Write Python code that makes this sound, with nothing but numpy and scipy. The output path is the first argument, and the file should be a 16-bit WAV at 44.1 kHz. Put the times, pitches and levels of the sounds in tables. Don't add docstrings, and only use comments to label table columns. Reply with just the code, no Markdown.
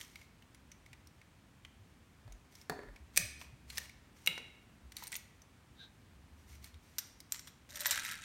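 import sys
import numpy as np
from scipy import signal
from scipy.fft import rfft, irfft, next_fast_len
from scipy.io import wavfile
from scipy.ndimage import map_coordinates

SR = 44100
rng = np.random.default_rng(int(sys.argv[2]) if len(sys.argv) > 2 else 0)


def pcm_store(signal):
    levels = np.round(np.clip(np.atleast_2d(signal), -1, 1) * 32767)
    wavfile.write(sys.argv[1], SR, levels.astype(np.int16).T)


N = 363384


def amp(db):
    return np.exp(np.asarray(db) * np.log(10) / 20)


def unit(x):
    return x / np.sqrt(np.mean(x ** 2) + 1e-20)


def along(points, hz):
    freqs, values = np.transpose(points)
    return np.interp(np.log(hz + 1), np.log(freqs + 1), values)


def wobble(rate):
    return map_coordinates(rng.standard_normal(int(N * rate / SR) + 4), [np.arange(N) * rate / SR])


def add(out, start_s, x):
    start = max(round(start_s * SR), 0)
    part = out[start:start + len(x)]
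    part += x[:len(part)]


def resonate(x, spectrum, modes=()):
    size = 2 * next_fast_len(min(len(x), SR // 5), True)
    hz = np.fft.rfftfreq(size, 1 / SR)
    peaks_db = sum(lift / (1 + (2 * (hz - centre) / width) ** 2) for centre, width, lift in modes)
    cepstrum = irfft(np.log(amp(along(spectrum, hz) + peaks_db)))[:size // 2]
    cepstrum[1:] *= 2
    response = irfft(np.exp(rfft(cepstrum, size)))[:size // 2]
    return signal.oaconvolve(x, response)[:len(x)]


def contact(t60, push, flatness):
    t = np.arange(int(SR * np.clip(t60, .002, .08))) / SR
    fade = amp(-30 * t / t60)
    chatter = rfft(rng.standard_normal(SR // 10)[:len(t)] * fade)
    force = irfft(chatter / np.abs(chatter) ** np.clip(flatness, 0, 1), len(t)) * fade
    force[0] += push * np.linalg.norm(force)
    return force / np.linalg.norm(force)


def impact(tone, modes, tilt, hz, t60, push, flatness, lift_db, rel_width):
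    pivot_hz, span_s = 1000, .005
    force = np.pad(contact(t60, push, flatness), (0, SR // 12))
    spectrum = [(f, db + tilt * np.log2(max(f / pivot_hz, 1))) for f, db in tone]
    ring = resonate(force, spectrum, [*modes, (hz, rel_width * hz, lift_db)])
    return np.sqrt(span_s * SR) * ring / np.linalg.norm(ring)


def impacts(events, tone, modes, **touch):
    out = np.zeros(N)
    for time, db, tilt, hz in events:
        add(out, time, amp(db) * impact(tone, modes, tilt, hz, **touch))
    return out


def roughness(per_s, spread_db, t60, rub, spots=24):
    sizes = amp(spread_db * np.minimum(rng.standard_normal(N), 1.7))
    pitches = rng.permutation(np.geomspace(1500, 12000, spots))
    rings = [unit(resonate(contact(t60, push=0, flatness=0), [(1000, 0)], [(hz, 0.29 * hz, 9)]))
             for hz in pitches]
    crackle = np.zeros(N)
    for i in np.flatnonzero(rng.random(N) < per_s / SR):
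        add(crackle, i / SR, sizes[i] * rings[i % spots])
    return unit(unit(crackle) + rub * rng.standard_normal(N))


def stroke(start, length, db):
    attack_db_per_s, release_db_per_s = 602, 330.5
    t = np.arange(-SR // 4, (length + .5) * SR) / SR
    t = t[t >= -start]
    level_db = db + attack_db_per_s * np.minimum(t, 0) - release_db_per_s * np.maximum(t - length, 0)
    out = np.zeros(N)
    add(out, start + t[0], amp(level_db))
    return out


# (frequency [Hz], gain [dB])
AMBIENT_SPECTRUM = [(20, -44), (30, -25.5), (45, -6), (66, -1), (149, -7.5), (250, -9), (400, -18.5),
                    (560, -21), (962, -21), (2280, -24), (4870, -32), (9000, -34.5), (10500, -39),
                    (16000, -41.5)]
def ambient_noise():
    level_db = -62.5 + 0.18 * wobble(1.5)
    return amp(level_db) * unit(resonate(rng.standard_normal(N), AMBIENT_SPECTRUM))


# (start [s], duration [s], level [dB])
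SCUFFS = [(0, 0.014, -55), (0.045, 0.19, -69), (2.526, 0.1, -67), (3.151, .02, -62.5), (3.4, 0.033, -60),
          (3.701, 0.033, -58), (3.756, .09, -56), (4.17, .09, -68.5), (4.98, .07, -55), (5.128, 0.034, -57),
          (6.386, 0.046, -73.5), (6.494, 0.056, -63), (6.642, 0.021, -59), (6.833, 0.28, -71.5),
          (7.338, 0.018, -52.5), (7.465, 0.0093, -66)]
# (frequency [Hz], gain [dB])
WHEEL_SPECTRUM = [(150, -31.5), (500, -12), (1000, -1.5), (2000, 0), (4000, 1.5), (7000, 0.5),
                  (10000, -5.5), (13000, -2.5), (16000, -11.5)]
# (frequency [Hz], bandwidth [Hz], gain [dB])
CAR_MODES = [(909, 200, 3.5), (2120, 580, 7.5), (3600, 430, 0), (5870, 750, 4.5), (8870, 200, 9.5),
             (13200, 370, 3)]
def scuffs():
    pressure = sum(stroke(*row) for row in SCUFFS)
    grip = pressure / (pressure + amp(-60.0))
    crackle = roughness(per_s=360, spread_db=7.0, t60=.01, rub=0.52)
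    force = np.sqrt(grip) * crackle + np.sqrt(1 - grip) * rng.standard_normal(N)
    return pressure * unit(resonate(force, WHEEL_SPECTRUM, CAR_MODES))


# (time [s], level [dB], treble tilt [dB/octave], resonance [Hz])
CLICKS = [(0.0119, -43.5, 2, 3420), (0.157, -47.5, -1.5, 2250), (.2143, -55.5, -3.5, 2180),
          (0.4231, -60, -2, 2850), (.5466, -57.5, -1.5, 10300), (0.717, -51.5, -0.5, 5860),
          (.8618, -56, 0, 2060), (0.9306, -51.5, -3, 2300), (1.072, -57.5, 3, 5470),
          (1.2147, -58, -3, 2320), (1.6494, -49, -5, 3000), (2.3226, -55.5, 1.5, 6800),
          (2.5532, -54, 3, 5500), (2.614, -55.5, 1, 5550), (2.9609, -54, -3.5, 2300),
          (3.414, -46.5, -4, 1066), (3.7018, -44.5, 0, 4284), (3.7732, -38, 0.5, 5340),
          (3.7809, -32, 1.5, 1780), (3.8947, -51.5, 0, 2340), (4.2623, -37, 2.5, 2850),
          (4.3783, -41.5, -5.5, 1030), (4.9205, -51, 1.5, 1610), (4.9672, -40, 3.5, 4040),
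          (5.0237, -48, -7.5, 890), (5.0372, -44.5, 7, 4100), (5.0698, -45, 2, 12600),
          (5.0767, -45, 3.5, 9150), (5.1192, -42.5, -1, 8460), (5.1271, -39.5, -.3, 2020),
          (5.141, -43, -1.5, 8750), (5.1539, -38.5, 0.5, 6600), (5.1641, -39.5, 5, 12900),
          (5.4186, -57, 1.5, 6070), (6.643, -48.5, 4, 3960), (6.7422, -59, -1, 3570),
          (7.2033, -49, 5, 4830)]
# (frequency [Hz], gain [dB])
CLICK_TONE = [(60, -20.5), (350, -5.5), (1000, -3), (2200, 6.5), (3900, 7.5), (6200, 4), (13000, -2)]
def clicks():
    return impacts(CLICKS, CLICK_TONE, CAR_MODES,
                   t60=0.024, push=0.121, flatness=0.13, lift_db=13.5, rel_width=.21)


# (time [s], level [dB], frequency [Hz])
THUDS = [(0.922, -60, 126), (1.81, -55, 96), (2.269, -51.5, 106), (2.33, -52, 45), (2.715, -47, 155),
         (2.909, -53, 43), (3.03, -54, 69.3), (3.205, -47.5, 176), (3.245, -48, 103), (3.54, -55, 125),
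         (4.301, -53, 170), (4.87, -53, 64.4), (6.761, -51.5, 76.5)]
def thuds():
    cycles = 9
    out = np.zeros(N)
    for time, db, hz in THUDS:
        half_s = cycles / hz / 2
        t = np.arange(-half_s, half_s, 1 / SR)
        swing = np.sqrt(2) * np.sin(2 * np.pi * (hz * t + rng.random()))
        add(out, time - half_s, amp(db) * np.hanning(len(t)) ** 2 * swing)
    return out


# (time [s], level [dB], treble tilt [dB/octave], resonance [Hz])
KNOCKS = [(2.278, -57, -1, 650), (2.697, -32.5, 1, 760), (2.702, -41.5, 0, 400), (2.721, -44, -2.5, 950),
          (2.791, -44.5, -4.5, 2087), (2.833, -54, -2.5, 2000), (2.886, -56.5, -1.5, 2000)]
# (frequency [Hz], gain [dB])
KNOCK_TONE = [(60, -10), (260, -5.5), (500, 0), (1100, -1), (2300, -3.5), (4400, -16), (7000, -16),
              (13000, -19)]
# (frequency [Hz], bandwidth [Hz], gain [dB])
PLASTIC_MODES = [(253, 49.5, 3.5), (394, 110, 7.5), (557, 60, 6.5), (631, 240, 3), (1002, 130, 7),
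                 (1170, 40, 2.5), (1730, 220, 11), (3030, 610, -10.5), (3610, 250, 7.5), (4430, 450, 15)]
def knocks():
    return impacts(KNOCKS, KNOCK_TONE, PLASTIC_MODES,
                   t60=.018, push=.5, flatness=.8, lift_db=11, rel_width=.2)


# (start [s], duration [s], level [dB])
CRAWLS = [(3.148, 0.69, -58), (6.151, 0.55, -59)]
# (frequency [Hz], bandwidth [Hz], gain [dB])
FLOOR_MODE = [(69, 22, 33)]
def crawling():
    spectrum = [(25, -11), (60, -2), (150, 7), (400, -15.5), (2000, -60.5)]
    rumble = unit(resonate(rng.standard_normal(N), spectrum, FLOOR_MODE))
    return sum(stroke(*row) for row in CRAWLS) * rumble


# (time [s], level [dB], treble tilt [dB/octave], resonance [Hz])
SNAP = [(3.1623, -38.5, -2, 6460), (3.1685, -31.5, .5, 12770), (3.1737, -27, -.5, 7000),
        (3.1754, -19.5, 0, 2440)]
# (frequency [Hz], gain [dB])
SNAP_TONE = [(60, 4.5), (300, 2), (650, 4), (1000, -0.5), (2400, 16), (3400, 9), (6500, 17.5),
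             (13000, 13.5)]
# (frequency [Hz], bandwidth [Hz], gain [dB])
SNAP_MODES = [(1800, 300, 3), (2440, 250, 12), (2900, 200, 4), (4550, 150, 3), (5800, 500, 5),
              (8270, 300, 8), (9070, 300, 4), (12500, 150, 5), (13600, 600, 5)]
def snap():
    return impacts(SNAP, SNAP_TONE, SNAP_MODES,
                   t60=.012, push=0.506, flatness=.72, lift_db=1, rel_width=.07)


# (time [s], level [dB], treble tilt [dB/octave], resonance [Hz])
CLACK = [(4.2739, -32.5, 0.0058, 3777), (4.2742, -22, 0, 1990)]
# (frequency [Hz], gain [dB])
CLACK_TONE = [(60, -13.5), (350, -9.5), (650, -6), (1000, -3), (2700, 5.5), (6500, -0.5), (13000, -2)]
# (frequency [Hz], bandwidth [Hz], gain [dB])
CLACK_MODES = [(1800, 140, 7), (2170, 220, 15), (2790, 260, 15), (3620, 200, -6), (3900, 300, 17),
               (8650, 300, 5), (12000, 500, 3), (14300, 300, 3), (15700, 800, -10)]
def clack():
    return impacts(CLACK, CLACK_TONE, CLACK_MODES,
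                   t60=0.011, push=.95, flatness=0.96, lift_db=4, rel_width=0.59)


# (start [s], duration [s], level [dB])
SQUEAK = (5.8, 0.04, -56.5)
# (frequency [Hz], bandwidth [Hz], gain [dB])
SQUEAK_MODES = [(1586, 195, 20), (3790, 1040, 28.6), (6100, 500, 8)]
def squeak():
    slips_per_s = 420 * np.exp(.35 * wobble(300))
    slip_count = np.floor(np.cumsum(slips_per_s) / SR)
    slips = np.diff(slip_count, prepend=0)
    spectrum = [(300, -15), (1200, 1.5), (6000, -7.5), (14000, -22.5)]
    return stroke(*SQUEAK) * unit(resonate(slips, spectrum, SQUEAK_MODES))


# (time [s], level [dB], treble tilt [dB/octave], resonance [Hz], chatter t60 [s])
JOLTS = [(6.9837, -30, 1.4, 5900, 0.04), (7.322, -30, 2, 7300, 0.009), (7.3941, -46, -0.5, 5500, .017),
         (7.4729, -47.5, -2, 3380, 0.053), (7.7053, -51.5, -1.5, 3900, 0.015),
         (7.7569, -42.5, 1.5, 6030, 0.043), (7.8064, -35, 5.5, 4000, 0.033),
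         (7.8579, -27.5, -3.5, 1940, 0.02), (7.8651, -28.5, 1, 12900, .02),
         (7.909, -26.5, -0.5, 7560, 0.035), (7.9128, -32, -3, 5060, 0.039),
         (7.9222, -32, -1.5, 3850, 0.052), (7.9572, -36.5, -2, 3750, 0.043),
         (8.0495, -40.5, 0, 2050, 0.033), (8.1132, -40, -0.5, 1630, 0.035)]
# (frequency [Hz], gain [dB])
JOLT_TONE = [(60, -24.5), (350, -23), (1000, -1), (2700, 2), (6500, 4.5), (13000, 0.5)]
# (frequency [Hz], bandwidth [Hz], gain [dB])
AXLE_MODES = [(1877, 1100, 5), (3888, 660, 5.5), (5640, 600, 6.5), (7410, 660, 4), (9180, 750, 7),
              (10460, 690, -9.5), (13330, 170, 20), (16200, 650, -26)]
def jolts():
    out = np.zeros(N)
    for time, db, tilt, hz, t60 in JOLTS:
        ring = impact(JOLT_TONE, AXLE_MODES, tilt, hz, t60,
                      push=0.18, flatness=0.68, lift_db=8, rel_width=0.18)
        add(out, time, amp(db) * ring)
    return out


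# (time [s], wheel level [dB])
ROLL_LEVELS = [(7.69, -63), (7.755, -52), (7.85, -44.5), (7.93, -45), (7.985, -47), (8.03, -52),
               (8.12, -52), (8.16, -60.5), (8.24, -64)]
# (frequency [Hz], bandwidth [Hz], gain [dB])
ARCH_MODE = [(597, 150, 45)]
# (frequency [Hz], gain [dB])
TRACK_SPECTRUM = [(100, -6), (250, -8), (430, -28), (800, -20.5), (1150, -12), (1400, 4.5), (2700, -4),
                  (3800, -3.5), (4500, -7), (8000, -6), (16000, -22.5)]
# (frequency [Hz], bandwidth [Hz], gain [dB])
TRACK_MODES = [(590, 110, 13), (780, 150, -4), (1318, 60, 17), (1590, 40, 10), (2100, 400, 5),
               (2440, 30, 10), (2630, 110, 9), (3240, 50, 7), (3805, 50, 20)]
def roll():
    joint_s, crossing_s = 7.91, 0.021
    growth_db_per_s = 31.5
    t = np.arange(N) / SR
    level_db = np.interp(t, *np.transpose(ROLL_LEVELS), left=-120)
    beyond = (1 + np.tanh((t - joint_s) / crossing_s)) / 2
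    force = roughness(per_s=450, spread_db=4, t60=.007, rub=.25)
    damping = (13270, 150, -5)
    wheels = unit(resonate(force, WHEEL_SPECTRUM, [*AXLE_MODES, damping]))
    arch = (1 - beyond) * amp(-15.5) * unit(resonate(force, [(100, -4), (800, 2), (3000, -19)], ARCH_MODE))
    track_db = -12 * (1 - beyond) + beyond * (-0.5 + growth_db_per_s * (t - joint_s))
    track = amp(track_db) * unit(resonate(force, TRACK_SPECTRUM, TRACK_MODES))
    return amp(level_db) * (wheels + arch + track)


# (frequency [Hz], t60 [s])
ROOM_T60 = [(200, 0.53), (600, 0.48), (2500, 0.66), (6000, 0.51), (10000, 0.43), (15000, 0.3)]
# (frequency [Hz], gain [dB])
ROOM_GAIN = [(200, 2.5), (1000, -6.5), (2500, -8), (6000, -10), (10000, -14), (15000, -16.5)]
def reverberation(x):
    hz, t, noise = signal.stft(rng.standard_normal(SR), SR, nperseg=256)
    build_up = 1 - np.exp(-t / 0.0011)
    decay = amp(-60 * t / along(ROOM_T60, hz)[:, None]) * build_up
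    band_energy = SR * np.mean(decay ** 2, axis=1, keepdims=True)
    decay *= amp(along(ROOM_GAIN, hz))[:, None] / np.sqrt(band_energy)
    tail = signal.istft(noise * decay, SR, nperseg=256)[1]
    return signal.fftconvolve(x, tail)[:N]


def scene():
    handling = clicks() + scuffs()
    rattle = jolts() + roll()
    snapped, clacked, knocked, squeaked = snap(), clack(), knocks(), squeak()
    direct = handling + rattle + snapped + clacked + knocked + squeaked
    echoes = reverberation(amp(-1.0) * handling + amp(2.5) * snapped + amp(-19) * squeaked)
    echoes += reverberation(rattle + amp(1.0) * clacked)
    echoes += reverberation(amp(2.0) * knocked)
    return (direct + echoes + thuds() + crawling() + ambient_noise())[None]


def record(dry):
    cutoff_hz = 16200
    size = next_fast_len(N + SR // 2)
    hz = np.fft.rfftfreq(size, 1 / SR)
    return irfft(rfft(dry, size) / np.sqrt(1 + (hz / cutoff_hz) ** 200), size)[:, :N]


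dry = scene()
out = record(dry)
pcm_store(out)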